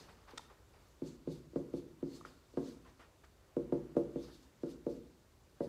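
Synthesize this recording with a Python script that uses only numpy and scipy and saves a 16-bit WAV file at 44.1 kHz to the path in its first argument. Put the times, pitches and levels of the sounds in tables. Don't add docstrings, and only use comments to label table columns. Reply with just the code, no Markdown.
import sys
import numpy as np
from scipy import signal
from scipy.io import wavfile
from scipy.ndimage import uniform_filter1d

SR = 44100
rng = np.random.default_rng(int(sys.argv[2]) if len(sys.argv) > 2 else 0)


def wav_record(signal):
    frames = np.transpose(np.atleast_2d(signal))
    bounded = np.clip(frames, -1, 1)
    quanta = np.round(bounded * 32767).astype(np.int16)
    wavfile.write(sys.argv[1], SR, quanta)


def ratio(d):
    e = np.asarray(d, float) / 20
    return 10 ** e


N = 250620

# f/Hz, level/dB per Hz
AIR = [(15, -9), (25, 4.5), (64, 7), (201, -7.5), (277, -7.5), (354, -4), (405, -24), (490, -1.5),
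       (677, -22.5), (1330, -34.5), (2050, -26.5), (7720, -26.5), (8380, -30.5), (14800, -32), (16000, -40)]
AIR_DB = -69.5
# f/Hz, level/dB per Hz
FELT = [(1180, -44), (2000, 10.5), (3340, 0.5), (4410, -9.5), (5680, -13), (6360, -13.5), (8850, -22),
        (10000, -23), (11500, -25), (16000, -31.5)]
# f/Hz, width/Hz, level/dB
SQUEAL = [(3660, 130, -13.5), (4390, 360, 1.5), (5030, 450, 1), (6280, 500, -5), (7960, 400, -6.5)]
SQUEAL_PER_DB, FELT_EDGE_HZ = .4, 3600
# t/s of fastest moment, level/dB, speeding up/s, slowing down/s
STROKES = [(0.0, -64, .01, .17), (0.312, -65, .012, .009), (0.41, -66.5, 0.095, .09), (0.87, -76, .3, 0.23),
           (1.075, -64.5, 0.06, 0.093), (1.324, -64, 0.048, 0.09), (1.775, -67, 0.05, .07),
           (2.165, -63.5, .11, 0.087), (2.255, -67, 0.01, 0.15), (2.69, -63.5, .15, 0.098),
           (2.9, -76.5, 0.21, 0.064), (3.01, -78, 0.027, .08), (3.25, -76, .04, .04),
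           (4.235, -65, 0.096, 0.13), (4.345, -68, 0.073, 0.1), (4.43, -71.5, .04, 0.074),
           (4.71, -65.5, .1, .065), (4.9, -68.5, 0.044, 0.15), (5.64, -67, .06, 0.066)]
STROKE_FADE_DB, STROKE_ROUND = 15.5, 1.01
REST_DB = -81
SKID_DB, SKID_PER_DB, SKID_T60_S = -73.5, 4.5, 0.5
# f/Hz, level/dB per Hz
RUSTLE = [(240, -21), (400, 15), (674, 12.5), (1100, 13.5), (2680, 2.5), (3710, -4), (6760, -11.5),
          (9000, -15), (11700, -30), (19800, -120)]
# t/s, level/dB
SLEEVE = [
    (0.0, -64.5),
    (0.11, -67.5),
    (0.54, -74),
    (0.81, -75.5),
    (1.1, -75),
    (3.3, -75.5),
    (3.67, -70),
    (4.14, -73),
    (5.24, -75.5),
]
# t/s, level/dB, rise/s, t60/s
SCUFFS = [
    (0.085, -55.5, 0.0033, 0.1),
    (0.276, -57, 0.0047, 0.26),
    (0.305, -74, 0.01, 0.25),
    (0.498, -61, 0.0031, 0.21),
    (0.734, -68, 0.0029, 0.39),
    (2.251, -57.5, 0.0017, 0.17),
    (2.845, -54, 0.024, 0.18),
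    (2.993, -58, 0.002, 0.28),
    (3.235, -54, 0.0074, 0.083),
    (4.279, -56.5, 0.011, 0.069),
]
ARM_DB, ARM_S = -2.5, 0.13
# t/s, peak level/dB, low/dB, middle/dB, high/dB
TAPS = [(1.019, -28, 6, -15, -11), (1.273, -27, 9, -8, -9), (1.558, -24, 5.5, -1.5, -5.5),
        (1.737, -25, 1, -6, -12), (2.027, -26.5, 4, -9, -11.5), (2.572, -24, 3.5, -1.5, -1),
        (3.566, -24.5, 1.5, -1.5, -6.5), (3.723, -24, 6, 4, -1), (3.966, -23, -1, 8, -1.5),
        (4.157, -26.5, -0.5, -1, -10.5), (4.633, -26.5, 1.5, -5, -7.5), (4.865, -27.5, -1, 2.5, -6),
        (5.605, -28, 1.5, 5, 1)]
# t/s, peak level/dB
GRAZES = [
    (0.333, -48),
    (1.532, -46),
    (2.249, -52.5),
    (2.537, -47),
    (2.993, -55.5),
    (3.951, -40.5),
]
SPOT_HZ = [160, 300, 520, 900]
# f/Hz, level/dB, t60/s
BOARD = [(159.2, -8, 0.45), (174.7, -11, 0.29), (274.7, 4, 0.42), (336, 6.5, 0.29), (362.1, 4.5, 0.18),
         (435.6, 2.5, 0.11), (471, 4.5, 0.089), (478.3, -7, 0.24), (562.8, -0.5, 0.2), (600, -60, 0.09),
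         (684, -7, 0.16), (800, -47, .06), (864, -11.5, 0.18), (957, -10.5, 0.088), (1071, -17.5, 0.18),
         (1210, -8.5, 0.034), (1416, -21, 0.088), (1610, -16.5, 0.044), (1986, -27.5, 0.12)]
REACH = 14
# t/s, peak level/dB
CAP_CLICKS = [
    (0.3761, -36),
    (0.3793, -30.5),
    (0.3815, -33.5),
    (0.383, -43),
]
# f/Hz, level/dB, t60/s
CAP_RING = [(1400, -10, .008), (1900, -11, .008), (3600, -12, .008), (3650, -28, .1), (5300, -20, .008),
            (8300, -16, .005)]
# t/s, peak level/dB, ring f/Hz, crack over ring/dB, spread/s
SNAPS = [
    (0.393, -36.5, 960, -10, 0.004),
    (2.209, -39.5, 1170, -1, 0.0055),
    (2.25, -34, 1290, -43, 0.0037),
]
# f/Hz, t60/s
ROOM_T60 = [(100, 0.79), (260, 0.69), (700, 0.37), (1800, 0.79), (6000, 0.27)]
CUTOFF_HZ = 16500


def rms_one(x):
    return x / np.sqrt(np.mean(x ** 2) + 1e-20)


def at_hz(points, hz):
    table_hz, value = np.array(points).T
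    return np.interp(np.log(hz), np.log(table_hz), value)


def along(rows):
    return np.interp(np.arange(N) / SR, *np.transpose(rows))


def drift(rate):
    r = np.exp(-80 * np.pi * rate / SR)
    white = rng.standard_normal(N // 40 + 2002)
    slow = signal.lfilter([1], [1, -2 * r, r * r], white)[2000:]
    return np.interp(np.arange(N) / 40, np.arange(len(slow)), rms_one(slow))


def cut(x, hz, kind, order):
    return signal.sosfilt(signal.butter(order, hz, kind, fs=SR, output="sos"), x)


def ring(clicks, hz, t60):
    r, w = ratio(-60 / (t60 * SR)), 2 * np.pi * hz / SR
    return signal.lfilter([0, np.sin(w)], [1, -2 * r * np.cos(w), r * r], clicks + 1e-18)


def pole_pair(hz, width_hz):
    r = np.exp(-np.pi * width_hz / SR)
    return r, np.array([1, -2 * r * np.cos(2 * np.pi * hz / SR), r * r])


def resonance(x, hz, width_hz):
    r, poles = pole_pair(hz, width_hz)
    return signal.lfilter([(1 - r * r) / 2, 0, (r * r - 1) / 2], poles, x)


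def spread_out(x, hz, width_hz):
    _, poles = pole_pair(hz, width_hz)
    return signal.lfilter(poles[::-1], poles, x)


def bands(white, low_hz, high_hz):
    edges = low_hz * 2 ** np.arange(0, np.log2(high_hz / low_hz), 1 / 3)
    for k, (low, high) in enumerate(zip(edges, edges[1:])):
        band = signal.butter(2, [low, high], "band", fs=SR, output="sos")
        yield np.sqrt(low * high), signal.sosfilt(band, white[k % 2])


def hiss(spectrum, patchy_db, rate, grain_db):
    run_in = 8000
    shape = (2, N + run_in)
    white = rng.standard_normal(shape) * ratio(grain_db * rng.exponential(1, shape))
    total = np.zeros(N)
    for hz, band in bands(white, round(spectrum[0][0], -1), 20500):
        total += ratio(at_hz(spectrum, hz) + patchy_db * drift(rate)) * band[run_in:]
    return rms_one(total)


def ventilation():
    air = hiss(AIR, patchy_db=.5, rate=3, grain_db=0)
    return ratio(AIR_DB + 4.5) * cut(air, 42, "high", order=6)


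def earlier_tap():
    boom = cut(rng.standard_normal(N + 4000), 120, "high", order=2)
    boom = cut(boom, 310, "low", order=2)[4000:]
    return ratio(-59.5 - 60 * np.arange(N) / SR / 0.82) * rms_one(boom)


def pen_speed():
    t = np.arange(0, N + 40, 40) / SR
    power = ratio(REST_DB) ** 2
    for s, db, rise, fall in STROKES:
        away = np.where(t < s, (s - t) / rise, (t - s) / fall)
        power = power + ratio(db - STROKE_FADE_DB * away ** STROKE_ROUND) ** 2
    for s, db, *_ in TAPS:
        skid_db = SKID_DB + SKID_PER_DB * (db + 24.5) - 60 * np.maximum(t - s, 0) / SKID_T60_S
        power = power + (t >= s) * ratio(skid_db) ** 2
    return np.interp(np.arange(N) / SR, t, np.sqrt(power))


def felt(speed):
    fibres = hiss(FELT, patchy_db=2, rate=15, grain_db=1.0)
    squeal = np.zeros(N)
    for hz, width_hz, db in SQUEAL:
        waver_db = 10 + 3 * drift(7)
        squeal += ratio(db + waver_db) * resonance(fibres, hz, width_hz)
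    squeal *= (speed / speed.max()) ** SQUEAL_PER_DB * ratio(0.5)
    sliding = cut(fibres + squeal, 5140, "high", order=2)
    sliding = sliding + ratio(8.0) * cut(fibres, 6300, "high", order=2)
    return speed * rms_one(cut(sliding, FELT_EDGE_HZ, "high", order=3))


def cloth(speed):
    t = np.arange(N) / SR
    arm = ratio(ARM_DB) * uniform_filter1d(speed, round(ARM_S * SR))
    gain = np.hypot(ratio(along(SLEEVE)), arm)
    for s, db, rise, t60 in SCUFFS:
        age = np.maximum(t - s, 0)
        gain = gain + ratio(db - 60 * age / t60) * (1 - np.exp(-age / rise))
    return gain * hiss(RUSTLE, patchy_db=1.5, rate=20, grain_db=1.5)


def landing(db, low_db, middle_db, high_db, chance, damping):
    hz, mode_db, t60 = np.transpose(BOARD)
    t = np.arange(9000)[:, None] / SR
    spot_db = at_hz(list(zip(SPOT_HZ, [low_db, 0, middle_db, high_db])), hz)
    start_db = db + spot_db + mode_db - 14.0 + 2 * chance
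    decay_db = 60 * t / (damping * np.minimum(t60, .16))
    modes = ratio(start_db - decay_db) * np.sin(2 * np.pi * hz * t)
    low = modes @ (hz < 765)
    high = modes @ ((hz >= 765) * (-1.) ** np.arange(len(hz)))
    reach_hz = np.clip(720 + REACH * high_db, 610, 800)
    low = spread_out(cut(low, reach_hz, "low", order=6), 350, 700)
    low = -spread_out(cut(low, 150.0, "high", order=4), 166, 72)
    return low + cut(high, 650, "high", order=2)


def board(rows, chance, damping):
    out, push = np.zeros((2, N + 9000))
    for (s, *blow), lot in zip(rows, chance):
        i = round(s * SR)
        out[i:i + 9000] += landing(*blow, lot, damping)
        push[i] = ratio(blow[0])
    low_hum = ratio(-32.0) * cut(ring(push, 58, 0.5), 120, "low", order=2)
    tick = cut(push + 1e-12 * rng.standard_normal(len(push)), 1300, "high", order=2)
    tick = ratio(-7.0) * cut(tick, 2440, "low", order=2)
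    return (out + low_hum + spread_out(tick, 1780, 660))[:N]


def cap_click():
    clicks = np.zeros(N)
    for s, db in CAP_CLICKS:
        clicks[round(s * SR)] = ratio(db)
    crack = cut(clicks + 1e-12 * rng.standard_normal(N), 1030, "high", order=2)
    crack = cut(crack, 7900, "low", order=6)
    for hz in (1450, 2520, 4630, 6200, 8470):
        crack = spread_out(crack, hz, 400)
    return ratio(10.5) * crack + sum(ratio(db) * ring(clicks, hz, t60) for hz, db, t60 in CAP_RING)


def snaps():
    out, lots = np.zeros(N), rng.random((len(SNAPS), 2, 6))
    for (s, db, hz, crack_db, spread), (when, size) in zip(SNAPS, lots):
        clicks = np.zeros(2000)
        places = (spread * SR * (when - when.min())).astype(int)
        clicks[places] = ratio(-8 * size) * np.sign(size % .2 - .1)
        crack = cut(cut(clicks, 820, "high", order=2), 6600, "low", order=2)
        i = round(s * SR)
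        out[i:i + 2000] += ratio(db - 9) * (ring(clicks, hz, 0.011) + ratio(crack_db) * crack)
    return out


def room(x):
    t = np.arange(round(.8 * SR)) / SR
    out, place = 0, 1.3 * np.arange(N) / SR
    for weight in (np.cos(place), np.sin(place)):
        white = rng.standard_normal((2, len(t)))
        tail = sum(band * ratio(-60 * t / at_hz(ROOM_T60, hz)) for hz, band in bands(white, 40, 14000))
        tail *= 1 - np.exp(-(t / .014) ** 2)
        out = out + signal.fftconvolve(x * weight, tail / np.sqrt(np.sum(tail ** 2)))[:N]
    return out


def scene():
    speed = pen_speed()
    bed = ventilation() + earlier_tap() + felt(speed) + cloth(speed)
    rows = TAPS + [(s, db, 0, -3.0, -4.0) for s, db in GRAZES]
    chance = rng.standard_normal((len(rows), len(BOARD)))
    thump = board(rows, chance, damping=1)
    sideways = board(rows, chance, damping=.45)
    snap = cap_click() + snaps()
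    echo = room(ratio(-7.5) * sideways + ratio(-18) * snap)
    return (bed + thump + snap + echo)[None]


def band_limit(x):
    return signal.sosfilt(signal.butter(12, 16180, fs=SR, output="sos"), x)


def record(dry):
    top_cut = signal.cheby2(12, 60, CUTOFF_HZ, fs=SR, output="sos")
    mix = signal.sosfilt(top_cut, dry)
    return band_limit(mix)


dry = scene()
out = record(dry)
wav_record(out)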